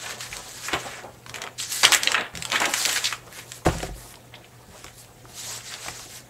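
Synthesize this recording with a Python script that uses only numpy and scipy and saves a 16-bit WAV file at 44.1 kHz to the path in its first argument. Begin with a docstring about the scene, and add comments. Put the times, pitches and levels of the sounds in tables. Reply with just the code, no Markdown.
"""A faint mains hum and even room noise lie under hands and sheets that already slide at the start.
Pages of a spiral notebook are turned at a desk, close to a small microphone: patchy noise hisses, rustles and flaps.
The paper buckles with dry snaps, each a short noise burst; the loudest snap overloads the input.
Book and hands thud on the desk top as damped modes ring, and the book is dropped once.
Walls answer with decaying noise tails."""
import sys
import numpy as np
from scipy import signal
from scipy.fft import rfft, irfft, next_fast_len
from scipy.io import wavfile
from scipy.ndimage import uniform_filter1d, map_coordinates

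SR = 44100
rng = np.random.default_rng(int(sys.argv[2]) if len(sys.argv) > 2 else 0)


def wrap_up_sound(samples):
    """Save the sound to the file named by the first command line argument, as 16-bit audio."""
    columns = np.atleast_2d(samples).T
    # keep every value between -1 and 1, then stretch to whole-number steps
    tamed = np.clip(columns, -1, 1)
    steps = np.round(tamed * 32767).astype(np.int16)
    wavfile.write(sys.argv[1], SR, steps)


N = 277429  # length [samples]


def amp(db):
    """Gain of a level in dB."""
    return 10 ** (np.asarray(db) / 20)


def unit(x):
    """Scaled to rms 1."""
    return x / np.sqrt(np.mean(x ** 2) + 1e-20)


def along(points, hz):
    """Curve through (Hz, value) points on a log frequency axis."""
    f, value = np.transpose(points)
    return np.interp(np.log(hz + 1), np.log(f + 1), value)


def wobble(rate):
    """A smooth random curve, rate knots a second."""
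    knots = rng.standard_normal(int(N * rate / SR) + 4)
    return map_coordinates(knots, [np.arange(N) * rate / SR])


def filtered(x, response):
    """x times a response of frequency, padded so that its tail does not wrap round."""
    size = next_fast_len(len(x) + 8192)
    hz = np.fft.rfftfreq(size, 1 / SR)
    return irfft(rfft(x, size) * response(hz), size)[:len(x)]


def rush(spectrum, patchy_db, grain=1):
    """Noise of rms 1, patchy in time and pitch, multiplied by a grain and coloured by a spectrum."""
    noise = signal.stft(rng.standard_normal(N), nperseg=256)[2]
    patches = uniform_filter1d(rng.standard_normal(noise.shape), 6, 0)  # across frequency
    patches = uniform_filter1d(patches, 8, 1)  # across time
    patchy = signal.istft(noise * amp(patchy_db * unit(patches)), nperseg=256)[1][:N]
    return unit(filtered(patchy * grain, lambda hz: amp(along(spectrum, hz))))


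# colour of the room noise: (frequency [Hz], relative level [dB per Hz])
AIR_SPECTRUM = [(15, -39), (32, -1.5), (50, 1), (90, 2), (200, -1.5), (420, -5), (520, -1.5), (610, -17),
                (730, -1), (900, -19), (2500, -21), (6000, -28.5), (8000, -21.5), (9500, -23),
                (15700, -23.5)]
HUM_HZ = 119.8


def background():
    """Even room noise and a hum at twice the mains frequency that wavers in phase and level."""
    phase = 2 * np.pi * HUM_HZ * np.arange(N) / SR + 0.57 * wobble(7)
    hum = amp(2.5 * wobble(9)) * np.sin(phase)
    air = amp(0.4 * wobble(3)) * rush(AIR_SPECTRUM, patchy_db=0.6)
    return amp(-52) * hum + amp(-52.5) * air


# strokes of hands and sheets: (time of full strength [s], rise [s], hold [s], sliding hiss level [dB],
# finest treble over the hiss [dB], bending rustle level [dB], flapping level [dB])
PAPER_STROKES = [(0.055, 0.19, 0.065, -37.5, -11.5, -38, -40.5), (0.213, 0.046, 0.051, -39, -8, -43.5, -47),
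                 (0.331, 0.045, 0.062, -39, -9.5, -40.5, -42), (0.491, 0.13, .08, -42, -7.5, -48.5, -51),
                 (0.654, 0.11, 0.027, -37.5, -8.5, -39.5, -47), (0.736, 0.045, 0.011, -38.5, -9, -29, -28),
                 (0.798, .03, 0.038, -42, -9, -40.5, -43), (0.863, .02, .01, -45, -10, -40, -37),
                 (0.906, 0.045, 0.017, -42.5, -9, -39, -45), (0.979, 0.083, 0.012, -47, -14, -43, -45.5),
                 (1.044, .03, 0.015, -80, -9, -58, -37.5), (1.29, .03, .01, -51.5, -4, -51, -48),
                 (1.348, 0.017, .01, -47, -8, -37.5, -39.5), (1.416, 0.024, 0.047, -54, -11, -44, -44),
                 (1.596, .02, 0.034, -29, -13.5, -38, -61), (1.723, 0.067, 0.12, -32, -5.5, -38.5, -56.5),
                 (1.834, 0.005, .01, -23, -20.5, -19, -28.5), (1.88, .01, .03, -32.5, -26.5, -35, -39),
                 (1.927, 0.016, .02, -27.5, -2.5, -21.5, -35.5),
                 (2.033, 0.027, 0.093, -34, -15, -32, -35.5), (2.165, .04, 0.016, -54, -20, -24.5, -29),
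                 (2.362, 0.033, 0.14, -46.5, -7, -46.5, -45.5),
                 (2.533, 0.027, 0.034, -32.5, -11, -23.5, -32.5),
                 (2.606, 0.052, 0.046, -38.5, -8, -27.5, -30.5), (2.697, 0.033, 0.026, -35.5, -7, -40, -48),
                 (2.746, 0.023, 0.092, -27.5, -7, -33, -40), (2.89, 0.056, 0.09, -28, -7.5, -28, -37),
                 (3.055, 0.035, 0.0099, -27.5, -11.5, -30.5, -53.5),
                 (3.12, .03, 0.0098, -40.5, -6.5, -38.5, -42.5), (3.271, .02, .02, -53.5, -7, -52.5, -45),
                 (3.389, 0.11, 0.0065, -43.5, -2.5, -42, -48.5),
                 (3.547, 0.13, 0.025, -46, -2.5, -51.5, -50.5),
                 (3.659, 0.0097, 0.011, -33, -8, -31.5, -25.5), (3.737, 0.085, 0.13, -43, -7.5, -44.5, -44),
                 (3.974, 0.051, .14, -50, 0.5, -55.5, -53), (4.338, .03, .01, -74, -12, -52, -48.5),
                 (4.43, .03, 0.0091, -69, -13, -55, -61), (4.767, 0.13, 0.12, -52, -6.5, -53.5, -55),
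                 (4.992, .07, 0.018, -49, .5, -58.5, -64), (5.297, .03, .03, -52, -5, -57, -56),
                 (5.393, 0.075, 0.12, -37.5, -8.5, -46.5, -51.5), (5.516, .06, 0.057, -36, -10, -43, -48),
                 (5.667, .04, 0.022, -39.5, -12, -42.5, -51), (5.727, .04, .02, -39, -9, -39.5, -50.5),
                 (5.885, 0.15, 0.022, -38, -10.5, -41, -48.5),
                 (5.956, 0.045, 0.092, -42.5, -8.5, -49.5, -58), (6.116, 0.041, 0.054, -43, -4, -48, -64)]
# fall after the hold, one rate each for hiss, finest treble, rustle, flapping: (rate [dB/s])
STROKE_FALLS = [240, 250, 200, 150]
# the same four layers while the hands only lie on the paper: (level [dB])
RESTING_LEVELS = [-60, -68.5, -60, -58]
RISE_POWER = 1.07  # how late in the rise a stroke gathers strength


def strengths():
    """Gain of the four paper layers: strokes rise, hold and fall at each layer's own rate, their powers adding."""
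    t = np.arange(N) / SR
    fall = np.array(STROKE_FALLS)[:, None]
    power = amp(np.array(RESTING_LEVELS)[:, None] + 0 * t) ** 2
    for time, rise, hold, slide_db, finest_db, bend_db, flap_db in PAPER_STROKES:
        start = max(round((time - rise) * SR), 0)
        span = slice(start, round((time + hold) * SR) + SR // 2)
        swell = np.clip((t[span] - time) / rise + 1, 0, 1) ** RISE_POWER
        peak_db = np.array([slide_db, slide_db + finest_db, bend_db, flap_db])[:, None]
        since_hold = np.maximum(t[span] - time - hold, 0)
        power[:, span] += (swell * amp(peak_db - fall * since_hold)) ** 2
    return np.sqrt(power)


def crackle(grains, spread_db):
    """Gain that jumps each time a fibre catches, grains a second on average, and falls back within milliseconds."""
    caught = rng.random(N) < grains / SR
    catches = caught * amp(spread_db * rng.exponential(size=N))
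    release = amp(-60 * np.arange(300) / SR / 0.0021)  # t60 of 2.1 ms
    return 1 + np.convolve(catches, release)[:N]


# colours of sliding, finest treble, bending and flapping: (frequency [Hz], relative level [dB per Hz])
SLIDE_SPECTRUM = [(1500, -34), (3000, -7), (4200, -2), (5500, -2.5), (7000, -1), (8000, -1), (9300, -14.5),
                  (11000, -50.5)]
FINE_SPECTRUM = [(5290, -23), (9000, -1.5), (9620, -5), (10800, -1), (14500, -10.5), (15600, -18)]
BEND_SPECTRUM = [(500, -19.5), (1100, -5.5), (1700, 1.5), (2500, -2), (3800, -7.5), (6000, -46)]
FLAP_SPECTRUM = [(90, -31), (170, -10), (300, -7.5), (550, -1.5), (850, -2), (1300, -6), (2600, -43)]


def rustle():
    """Sliding hisses high, bending rustles in the middle, the whole sheet flaps low; all share one grip."""
    sliding, finest, bending, flapping = strengths()
    grip = wobble(30)
    fibres = crackle(grains=130, spread_db=2.6)  # shared by all but the flapping
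    slide = sliding * rush(SLIDE_SPECTRUM, patchy_db=2.0, grain=fibres ** 0.7)
    fine = finest * rush(FINE_SPECTRUM, patchy_db=2.5, grain=fibres)
    hiss = amp(grip) * (slide + fine)
    bend_gain = bending * amp(0.66 * grip + 1.3 * wobble(60))
    bend = bend_gain * rush(BEND_SPECTRUM, patchy_db=1.5, grain=fibres)
    flap_gain = flapping * amp(0.46 * grip + 1.2 * wobble(45))
    flap = flap_gain * rush(FLAP_SPECTRUM, patchy_db=3.5)
    return hiss, bend + flap


def burst(noise, response, shape):
    """Coloured noise under an envelope, with the envelope's own energy."""
    x = filtered(noise, response) * shape
    return x * np.linalg.norm(shape) / np.linalg.norm(x)


# buckles of the sheet: (time of the peak [s], relative level [dB], pitch of the fold [Hz],
# relative treble level [dB], t60 of the fold [s])
SHEET_SNAPS = [(0.0636, -29.5, 2280, -12, .05), (0.1095, -26.5, 2470, -5, .014),
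               (0.209, -27, 1950, -2.5, .05), (0.3294, -21.5, 1730, -18.5, .016),
               (0.3685, -24, 2700, 3.5, .01), (0.4923, -34, 2050, 5.5, .01),
               (0.687, -20.5, 1600, -18, 0.055), (0.7329, -13.5, 2000, -9.5, .016),
               (0.7399, -16.5, 1930, -11, .026), (0.7474, -19, 1870, -16, .025),
               (1.037, -38, 2500, -3, .011), (1.2368, -45, 2300, -14, .014),
               (1.2641, -26.5, 1700, -9, .011), (1.2962, -25, 2310, -2, .01),
               (1.343, -20.5, 2500, -4, .011), (1.3596, -21.5, 1790, 0, .01),
               (1.385, -27.5, 1470, -11, .016), (1.419, -19.5, 2290, -2.5, .014),
               (1.4394, -23, 1760, -7.5, .018), (1.467, -26, 1710, -13.5, .01),
               (1.475, -23, 1420, -13, .01), (1.4877, -33.5, 1820, -12, .01),
               (1.6014, -19, 2780, -14.5, .011), (1.7201, -21, 3820, -7, .01), (1.833, -6, 3430, -15, .011),
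               (1.84, -12, 2910, -2, .04), (1.846, -6, 1900, -12, .02), (1.8517, 2, 3000, -7, .015),
               (1.9215, -4.5, 1910, -0.5, .01), (1.9271, -7.5, 1990, -3, .012),
               (1.933, -4.5, 2280, -6.5, .012), (1.9386, -7.5, 2380, 1, .012), (1.9478, -5, 2510, 4, .012),
               (2.0341, -10.5, 3260, -4, .014), (2.0743, -2, 2520, -23, .01), (2.119, -10, 3180, -3.5, .01),
               (2.1457, -8, 1740, -17, .022), (2.152, -7, 1730, -21.5, .01), (2.1798, -16, 1500, -21, .04),
               (2.21, -19.5, 1890, -10, .014), (2.3386, -36.5, 1380, -6, .016),
               (2.3532, -21.5, 2840, -0.5, .011), (2.362, -29.5, 2930, -9, .01),
               (2.374, -20.5, 3160, -4, .01), (2.4242, -16, 3030, -6.5, .01), (2.4524, -15, 2850, -3, .01),
               (2.5015, -21, 3020, -2.5, .01), (2.52, -10.5, 3030, -13.5, .01),
               (2.5294, -13.5, 2690, -12.5, .01), (2.5596, -13, 2090, -12, .025),
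               (2.6027, -20.5, 2320, 4, .03), (2.6196, -12, 1100, -8, .037), (2.6436, -18, 1730, -16, .03),
               (2.6565, -14.5, 2120, 0, 0.029), (2.7395, -12.5, 1700, 1, .03),
               (2.8526, -7.5, 3090, -4, .01), (2.859, -8.5, 3370, 0, .01), (2.8936, -18.5, 2540, -2.5, .05),
               (2.93, -16, 3180, 4.5, .01), (2.9628, -17.5, 2530, -5, .041),
               (3.0442, -16, 3850, -13.5, .05), (3.056, -14, 3820, -25, 0.042),
               (3.0707, -16, 3500, -17, 0.024), (3.112, -23, 1900, -11.5, .011),
               (3.1268, -15.5, 1800, -9, .024), (3.3897, -32.5, 2300, -6, .05),
               (3.5196, -24.5, 2460, 2.5, .015), (3.6516, -27, 1000, -1, .013), (3.665, -12, 1400, -8, .01),
               (3.6883, -22, 1610, -15, .026), (3.7848, -29.5, 2250, 7.5, .01),
               (3.8042, -23.5, 2110, -11, .01), (3.8306, -22.5, 1760, -2, .02),
               (4.1412, -34, 1890, -12.5, .015), (4.1565, -33.5, 3840, -25, .01),
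               (4.3415, -32.5, 2490, -33, .03), (4.355, -37, 3440, -36, 0.048),
               (4.4446, -40, 2640, -26, .03), (4.844, -26.5, 1900, -1, .01),
               (4.8657, -30.5, 2210, -20, .01), (4.883, -37, 2120, -23, .03), (5.0469, -42, 1970, -6, .013),
               (5.255, -34, 1180, -22, .013), (5.608, -34, 2150, -13, .021), (5.7139, -32, 3110, 0, .01),
               (5.74, -23, 2810, -9, 0.014), (5.8498, -33, 2300, -15, .014),
               (5.8624, -26.5, 850, -14, 0.0144), (5.8844, -21, 1400, -4.5, .025),
               (5.9957, -31.5, 1700, -7, .016)]
# colour of the treble crack: (frequency [Hz], relative level [dB per Hz])
CRACK_SPECTRUM = [(3000, -18.5), (5500, 4), (7500, 13.5), (9300, -3.5), (11000, -1.5), (15700, -13)]
FOLD_WIDTH = 2.63  # width of the fold's band over its pitch, at a treble of 0 dB
NARROWING = 0.32  # dB the band narrows for each dB of treble lost
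RISE_SHARE = 0.11  # a snap's rise over its t60


def snaps():
    """Each buckle is a burst of noise: a band at the fold's pitch and a shorter treble crack."""
    out, t = np.zeros(N + SR), np.arange(SR // 12) / SR
    noise = rng.standard_normal((len(SHEET_SNAPS), 2, len(t)))
    for (time, db, pitch, treble_db, t60), (fold_noise, crack_noise) in zip(SHEET_SNAPS, noise):
        rise = RISE_SHARE * t60
        width = FOLD_WIDTH * amp(NARROWING * treble_db)
        attack = np.sin(np.pi / 2 * np.minimum(t / rise, 1)) ** 2
        fall_db = -60 * np.maximum(t - rise, 0) / t60

        def fold_band(hz):
            detuning = hz / pitch - pitch / (hz + 1)
            return 1 / (1 + (detuning / width) ** 2) ** 1.83

        fold = burst(fold_noise, fold_band, attack * amp(fall_db))
        crack_shape = attack * amp(treble_db - 3.0 + 1.4 * fall_db)
        crack = burst(crack_noise, lambda hz: amp(along(CRACK_SPECTRUM, hz)), crack_shape)
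        out[round((time - rise) * SR):][:len(t)] += amp(db - 4.0) * (fold + crack)
    return out[:N]


def ring(modes, t, scatter):
    """Damped modes, each struck a little differently."""
    total = 0
    for (hz, db, t60), d in zip(modes, scatter):
        total = total + amp(db + 2 * d - 60 * t / t60) * np.sin(2 * np.pi * hz * t)
    return total


# book and hands against the desk top: (time [s], relative level [dB], relative knock level [dB],
# relative rocking level [dB])
DESK_THUDS = [(0.298, -41.5, -22, -8), (0.731, -31, 7, -35), (1.287, -43, -12, -22), (1.845, -38, 8, -30),
              (2.34, -33, -15, -26), (2.375, -34, -7.5, -28), (2.62, -41.5, 12.5, -22),
              (3.65, -45, -9, -11), (3.662, -14, 0, -21), (3.689, -22, -5, -13), (3.748, -24.5, -21, -26),
              (3.796, -39, 1, -20), (3.828, -31, 6.5, -11), (3.859, -41, 1, -2), (3.887, -29.5, -5.5, -12),
              (3.959, -40.5, -4, -1), (4.398, -50, 6, -20), (4.68, -40, -12.5, -18.5), (4.842, -45, 3, -15),
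              (5.243, -55, 8, -20), (5.878, -38, -4, -23), (6.058, -48.5, 4, -18)]
# modes of the desk top, the desk on its legs and the stack of pages:
# (frequency [Hz], level before scatter [dB], t60 [s]); the pages' upper levels also follow the blow
DESK_TOP_MODES = [(77.7, 0.5, 0.11), (124, -5.5, 0.24), (164, -3.5, 0.17), (196, 0, 0.054)]
DESK_LEGS_MODES = [(49.6, 4, 0.61)]
PAGE_STACK_MODES = [(337, 5, 0.05), (387, -3.5, 0.11), (518, 3, 0.063), (645, -1.5, 0.087),
                    (725, 4.5, 0.062)]
HARD_DB = -3  # table level of a full blow
DULLING = 0.11  # dB an octave that the knock's upper modes lose for each dB under a full blow


def thuds():
    """A soft blow rings the desk top low, rocks the whole desk and knocks the stack of pages."""
    out, t = np.zeros(N + SR), np.arange(SR) / SR
    scatter = rng.standard_normal((len(DESK_THUDS), 3, len(PAGE_STACK_MODES)))
    lowest_hz = PAGE_STACK_MODES[0][0]
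    for (time, db, knock_db, rock_db), d in zip(DESK_THUDS, scatter):
        rocking = amp(rock_db) * ring(DESK_LEGS_MODES, t, d[1])
        low = (ring(DESK_TOP_MODES, t, d[0]) + rocking) * (1 - np.exp(-t / 0.007))  # soft onset
        tilt = DULLING * (db - HARD_DB)  # dB an octave
        pages = [(hz, level + tilt * np.log2(hz / lowest_hz), t60) for hz, level, t60 in PAGE_STACK_MODES]
        knock = ring(pages, t, d[2]) * (1 - np.exp(-t / 0.004))
        out[round(time * SR):][:SR] += amp(db + 2.5) * (low + amp(knock_db) * knock)
    return out[:N]


# decay of the room: (frequency [Hz], t60 [s])
WALL_DECAYS = [(200, 0.33), (1500, 0.09), (5000, 0.084), (12000, 0.15)]


def room(x):
    """Walls answer, each frequency dying at its own speed; a new tail every quarter second as the sheets move."""
    out, step = np.zeros(N + SR), SR // 4
    for i in range(0, N, step):
        hz, t, noise = signal.stft(rng.standard_normal(SR // 3), SR, nperseg=128)
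        decay = amp(-60 * t / along(WALL_DECAYS, hz)[:, None])
        tail = signal.istft(noise * decay, SR, nperseg=128)[1]
        wet = signal.fftconvolve(x[i:i + step], tail / np.linalg.norm(tail))
        out[i + 130:][:len(wet)] += wet  # 130 samples, about 3 ms, of delay
    return out[:N]


def scene():
    """Everything as one microphone hears it; the walls return the snaps and the body of the paper, not its hiss."""
    cracks = snaps()
    hiss, body = rustle()
    near = cracks + hiss + amp(-1.5) * body + thuds()
    echoes = room(amp(-6.0) * cracks + amp(-9) * body)
    return (near + echoes + background())[None]


TOP_HZ = 15750  # band limit


def record(dry):
    """The input saturates towards full scale, then everything from the band limit up is removed."""
    clipped = dry[0] / (1 + np.abs(dry[0]) ** 8) ** (1 / 8)
    return filtered(clipped, lambda hz: hz < TOP_HZ)[None]


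dry = scene()
out = record(dry)
wrap_up_sound(out)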